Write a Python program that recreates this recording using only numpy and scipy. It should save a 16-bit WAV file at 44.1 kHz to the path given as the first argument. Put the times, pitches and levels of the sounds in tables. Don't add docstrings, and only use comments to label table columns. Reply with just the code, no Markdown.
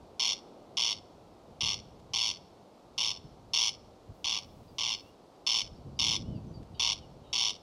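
import sys
import numpy as np
from scipy import signal
from scipy.fft import rfft, irfft, next_fast_len
from scipy.io import wavfile
from scipy.ndimage import uniform_filter1d

SR = 44100
rng = np.random.default_rng(int(sys.argv[2]) if len(sys.argv) > 2 else 0)


def int16_out(signal):
    q = np.round(np.clip(np.atleast_2d(signal).T, -1, 1) * 32767)
    wavfile.write(sys.argv[1], SR, q.astype(np.int16))


N = 336042
TIME = np.arange(N) / SR


def from_db(db):
    return 10 ** (np.asarray(db) / 20)


def unit_rms(x):
    return x / np.sqrt(np.mean(x ** 2) + 1e-20)


def unit_energy(x):
    return x / np.sqrt(np.sum(x ** 2) + 1e-20)


def convolve(x, response):
    return signal.fftconvolve(x, response)[:len(x)]


def delayed(x, delay_s):
    return np.interp(TIME - delay_s, TIME, x, left=0)


def curves(rows):
    time_s, *columns = np.transpose(rows)
    return [np.interp(TIME, time_s, column) for column in columns]


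def butterworth(x, hz, kind, order=2):
    return signal.sosfilt(signal.butter(order, min(hz, .45 * SR), kind, fs=SR, output="sos"), x + 1e-18)


def coloured_noise(spectrum):
    hz, db = np.transpose(spectrum)
    size = next_fast_len(N)
    log_hz = np.log(np.fft.rfftfreq(size, 1 / SR) + 1)
    gain = from_db(np.interp(log_hz, np.log(hz), db, right=-120))
    return unit_rms(irfft(rfft(rng.standard_normal(size)) * gain, size)[:N])


def diffuse_tail(t60_s):
    return unit_energy(rng.standard_normal(SR) * from_db(-60 * TIME[:SR] / t60_s))


# frequency_hz, relative_db
WASH_SPECTRUM = [(18, -52), (30, -3), (95, -18), (187, -3.5), (202, -4.5), (292, -3), (505, -3),
                 (591, -4.5), (728, -5), (897, -9), (1290, -17), (1720, -28), (4420, -26), (4780, -27.5),
                 (15500, -47.5)]
# time_s, gain_db
WASH_SWELL = [(0, -0.5), (.45, 4), (1.0, 0), (2.8, -1.5), (5.3, -2), (7.62, -0.5)]
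# time_s, level_db
HISS_LEVELS = [(4.09, -110), (4.14, -77), (5.1, -76), (5.16, -110)]
# peak_s, level_db
GRASS_TICKS = [(2.0, -62), (6.631, -62)]


def background(wash_db=-55.5, low_cut_hz=55, swell_below_hz=1100, tick_s=0.0036):
    swell_db, = curves(WASH_SWELL)
    hiss_db, = curves(HISS_LEVELS)
    wash = from_db(wash_db) * butterworth(coloured_noise(WASH_SPECTRUM), low_cut_hz, "high")
    swell = (from_db(swell_db) - 1) * butterworth(wash, swell_below_hz, "low", order=1)
    hiss = from_db(hiss_db) * rng.standard_normal(N)
    tick_envelope = sum(from_db(db) * np.exp(-np.abs(TIME - s) / tick_s) for s, db in GRASS_TICKS)
    ticks = tick_envelope * unit_rms(butterworth(rng.standard_normal(N), 4900, "low"))
    return wash + swell + hiss + ticks


# frequency_hz, relative_db
EDDY_SPECTRUM = [(15, -54), (25, -6), (107, -1.5), (236, -9), (274, -14.5), (352, -15), (379, -21),
                 (500, -23.5), (650, -25), (1100, -120)]
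# time_s, relative_db
GUST_STRENGTH = [(0.0, -61), (0.55, -65.5), (0.72, -62.5), (1.42, -62.5), (1.78, -52), (1.89, -58.5),
                 (2.19, -59), (2.78, -65.5), (3.01, -61.5), (3.18, -59), (4.05, -62), (4.75, -56.5),
                 (5.11, -64), (5.39, -65), (5.75, -54.5), (5.9, -48.5), (6.07, -45), (6.35, -43.5),
                 (6.88, -57.5), (7.32, -57.5), (7.49, -60), (7.62, -65)]
# peak_s, level_db
WIND_BUFFETS = [(1.636, -47), (3.251, -53), (4.106, -46), (5.87, -45.5), (6.295, -41.5)]


def wind(gust_gain_db=3.5, calm_db=-62.0, strong_db=-48.0, lumpy_db=2.0, lumps_hz=13.6, buffet_s=0.017):
    gust_db, = curves(GUST_STRENGTH)
    lumps = unit_rms(butterworth(rng.standard_normal(N), lumps_hz, "low"))
    flow = np.sqrt(np.maximum(from_db(gust_db + gust_gain_db) ** 2 - from_db(calm_db) ** 2, 0))
    buffets = sum(from_db(db) * np.exp(-((TIME - s) / buffet_s) ** 2) for s, db in WIND_BUFFETS)
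    slow_eddies = coloured_noise(EDDY_SPECTRUM)
    fast_eddies = butterworth(coloured_noise(EDDY_SPECTRUM), 62, "high", order=1)
    fast_share = np.clip(from_db(gust_db - strong_db) ** 2, 0, 1)
    eddies = np.sqrt(1 - fast_share) * slow_eddies + np.sqrt(fast_share) * fast_eddies
    return (flow * from_db(lumpy_db * lumps) + buffets) * eddies


def whistle(rows, waver=0.0071, fade_s=0.0064):
    hz, db = curves(rows)
    gate = np.clip(np.minimum(TIME - rows[0][0], rows[-1][0] - TIME) / fade_s, 0, 1)
    on = gate > 0
    wobble = unit_rms(uniform_filter1d(rng.standard_normal(on.sum()), size=100))
    phase = 2 * np.pi * np.cumsum(hz[on] * (1 + waver * wobble)) / SR
    tone = np.zeros(N)
    tone[on] = gate[on] * from_db(db[on]) * np.sin(phase)
    return tone


# start_s, peak_db, start_hz
FALLING_CHIRPS = [(4.675, -67, 4900), (5.335, -74, 4900), (5.756, -70, 4840), (5.962, -66, 4880),
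                  (6.35, -65, 4770), (6.537, -58.5, 4770), (6.742, -63, 4770), (7.15, -81, 4800)]
# start_s, length_s, level_db, start_hz, end_hz, arch_hz
ARCHED_WHISTLES = [(5.018, .09, -68, 2600, 2840, 27), (6.232, 0.16, -66.5, 2710, 2520, 429),
                   (6.465, .06, -74, 6300, 6150, -250), (6.972, 0.085, -62.5, 3020, 2760, 200)]


def small_birds(chirp_s=0.054, fall_hz=260, fade_db=10.0, tail_db=-10.0):
    contours = []
    for s, db, hz in FALLING_CHIRPS:
        knee = (s + chirp_s / 3, hz - fall_hz / 2, db)
        end = (s + chirp_s, hz - fall_hz, db - fade_db)
        contours.append([(s, hz, db), knee, end])
    along = np.linspace(0, 1, 9)
    for start_s, length_s, db, start_hz, end_hz, arch_hz in ARCHED_WHISTLES:
        pitch_hz = start_hz + along * (end_hz - start_hz) + arch_hz * np.sin(np.pi * along)
        contours.append([(s, hz, db) for s, hz in zip(start_s + along * length_s, pitch_hz)])
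    song = sum(whistle(rows) for rows in contours)
    return song + from_db(tail_db) * convolve(song, diffuse_tail(t60_s=.3))


def resonator(resonances, size=4096):
    hz = np.fft.rfftfreq(size, 1 / SR)
    power = sum(from_db(db) ** 2 / (1 + np.abs((hz - centre) / (width / 2)) ** 5)
                for centre, width, db in resonances)
    cepstrum = irfft(np.log(power) / 2)
    cepstrum[1:size // 2] *= 2
    cepstrum[size // 2 + 1:] = 0
    return unit_energy(irfft(np.exp(rfft(cepstrum))))


def ratchet(count, drag_ms, limp_ms=2.77, hurry_ms=1.65, jitter_ms=.1):
    click = np.arange(round(count))
    gap = click[:-1]
    pace_ms = 8.75 - .03 * (len(click) - 16)
    limp = np.cos(2 * np.pi * ((gap - .5) / 3.06 + .0029 * gap ** 2)) * np.exp(-(gap / 17.6) ** 4)
    drag = np.exp((gap - gap[-1]) / 1.6)
    gaps_ms = pace_ms - limp_ms * limp - hurry_ms * (gap == 0) + drag_ms * drag
    jitter = rng.standard_normal(len(click)) * (click > 0)
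    times_ms = np.append(0, np.cumsum(gaps_ms)) + jitter_ms * jitter
    level_db = -2.0 * (click == 0) - 3.0 * np.exp((click - click[-1]) / 2.6)
    return times_ms / 1000, from_db(level_db)


def impulses(times_s, strengths, size=SR // 4):
    return np.bincount(np.clip(np.round(times_s * SR).astype(int), 0, size - 1), strengths, size)


def puffs(times_s, strengths, width_s):
    age = TIME[:SR // 40] / width_s
    envelope = convolve(impulses(times_s, strengths), unit_energy(np.sqrt(age) * np.exp(-age)))
    return envelope * rng.standard_normal(len(envelope))


def rasp(count, drag_ms, throat, bill, tick_db=-2.5, rebound_db=-7.5, rough_db=-8.0, hiss_db=-25.0):
    opening_s, strengths = ratchet(count, drag_ms)
    spread = np.exp(.1 * rng.standard_normal((len(opening_s), 2)))
    closing_s = opening_s + 0.001156 * spread[:, 0]
    rebound_s = closing_s + 0.001177 * spread[:, 1]
    tick = from_db(tick_db) * butterworth(impulses(opening_s, strengths), 4200, "high", order=3)
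    slap = impulses(closing_s, strengths) + from_db(rebound_db) * impulses(rebound_s, strengths)
    rough_air = from_db(rough_db) * puffs(opening_s, strengths, width_s=0.0026)
    thin_air = from_db(hiss_db) * puffs(opening_s, strengths, width_s=0.0022)
    return convolve(tick + slap + rough_air, throat) + convolve(thin_air, bill)


def grass_scatter(call, scatter_db=-9.0, rise_s=0.0046):
    arrival = np.clip(TIME[:len(call)] / rise_s, 0, 1)
    response = unit_energy(arrival * diffuse_tail(t60_s=0.071)[:len(call)])
    return call + from_db(scatter_db) * convolve(call, response)


# centre_hz, width_hz, relative_db
BILL_BANDS = [(8700, 4140, 2.5), (9920, 580, 5.5), (11000, 450, -4), (12700, 600, -9), (14800, 1300, -18)]


def calling_bird(rasps, resonances, treble_hz=4500):
    throat, bill = resonator(resonances), resonator(BILL_BANDS)
    track = np.zeros(N + SR)
    for start_s, count, drag_ms, gain_db, treble_db, *_ in rasps:
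        call = rasp(count, drag_ms, throat, bill)
        call += (from_db(treble_db) - 1) * butterworth(call, treble_hz, "high", order=1)
        at = round(start_s * SR)
        track[at:at + len(call)] += from_db(gain_db) * grass_scatter(call)
    return track[:N]


# start_s, click_count, drag_ms, gain_db, treble_db
RIVAL_CALLS = [(6.745, 16, 2.7, 2, 0), (7.238, 20, 2, -2, -1)]
# centre_hz, width_hz, relative_db
RIVAL_RESONANCES = [(3013, 540, -6), (3830, 200, 1)]


def rival():
    return convolve(calling_bird(RIVAL_CALLS, RIVAL_RESONANCES), diffuse_tail(t60_s=0.033))


# delay_s, gain_db, cutoff_hz
WALL_ECHOES = [(0.0253, -25.5, 12000), (0.058, -18.5, 13000), (0.166, -47, 6790), (.331, -58, 7000)]


def reflections(thrown, ground_s=0.000309, ground_share=0.28, tail_db=-25.0):
    grazing = thrown - ground_share * delayed(thrown, ground_s)
    echoes = sum(from_db(db) * butterworth(delayed(grazing, s), hz, "low") for s, db, hz in WALL_ECHOES)
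    tail = butterworth(convolve(grazing, diffuse_tail(t60_s=0.61)), 6500, "low")
    return echoes + from_db(tail_db) * tail


# start_s, click_count, drag_ms, gain_db, treble_db, echo_gain_db
CORNCRAKE_CALLS = [(0.1957, 16, 3.43, -0.7, 1.4, -0.5), (0.77, 19, 2.03, -0.44, -0.3, 0),
                   (1.6073, 16, 3.13, -1, -2, 3), (2.1352, 21, 4, -2, 2, 2),
                   (2.9791, 16, 3.3, -2.5, 2, 3.5), (3.5348, 19, 1.32, -1.1, 4.3, -1.5),
                   (4.2434, 17, 3, -1, -2.5, 0), (4.7833, 20, 1.42, -1.54, -3.5, 1),
                   (5.4657, 18, 2.6, -1, 2.2, -0.5), (5.9904, 21, 1.94, -0.4, 1, -2.5),
                   (6.796, 16, 2.34, 0.5, -0.3, -1.5), (7.3292, 21, 3.15, -1, 1, 0.5)]
# centre_hz, width_hz, relative_db
THROAT_RESONANCES = [(874, 246, -17), (1070, 228, -12), (1590, 67, -31.5), (2236, 270, -11),
                     (2450, 190, -15), (2909, 383, -3), (3140, 370, -4.5), (3440, 290, 0),
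                     (3772, 207, -7.5), (4376, 273, -5.5), (4503, 110, -6.5), (4875, 320, -11.5),
                     (5318, 217, -0.5), (5630, 290, -3.5), (5950, 160, -6.5), (6390, 215, -14.5),
                     (6610, 520, -20), (7430, 280, -27.5)]


def corncrake():
    direct = calling_bird(CORNCRAKE_CALLS, THROAT_RESONANCES)
    start_s, *_, echo_gain_db = np.transpose(CORNCRAKE_CALLS)
    current_rasp = np.searchsorted(start_s, TIME) - 1
    return direct + reflections(direct * from_db(echo_gain_db[current_rasp]))


def scene(corncrake_db=-5.5, rival_db=-41.0):
    rasps = from_db(corncrake_db) * corncrake() + from_db(rival_db) * rival()
    return (rasps + small_birds() + wind() + background())[None]


def record(dry, low_cut_hz=28, high_cut_hz=15750):
    steep_low_pass = signal.ellip(10, .1, 80, high_cut_hz, fs=SR, output="sos")
    return signal.sosfilt(steep_low_pass, butterworth(dry, low_cut_hz, "high"))


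dry = scene()
out = record(dry)
int16_out(out)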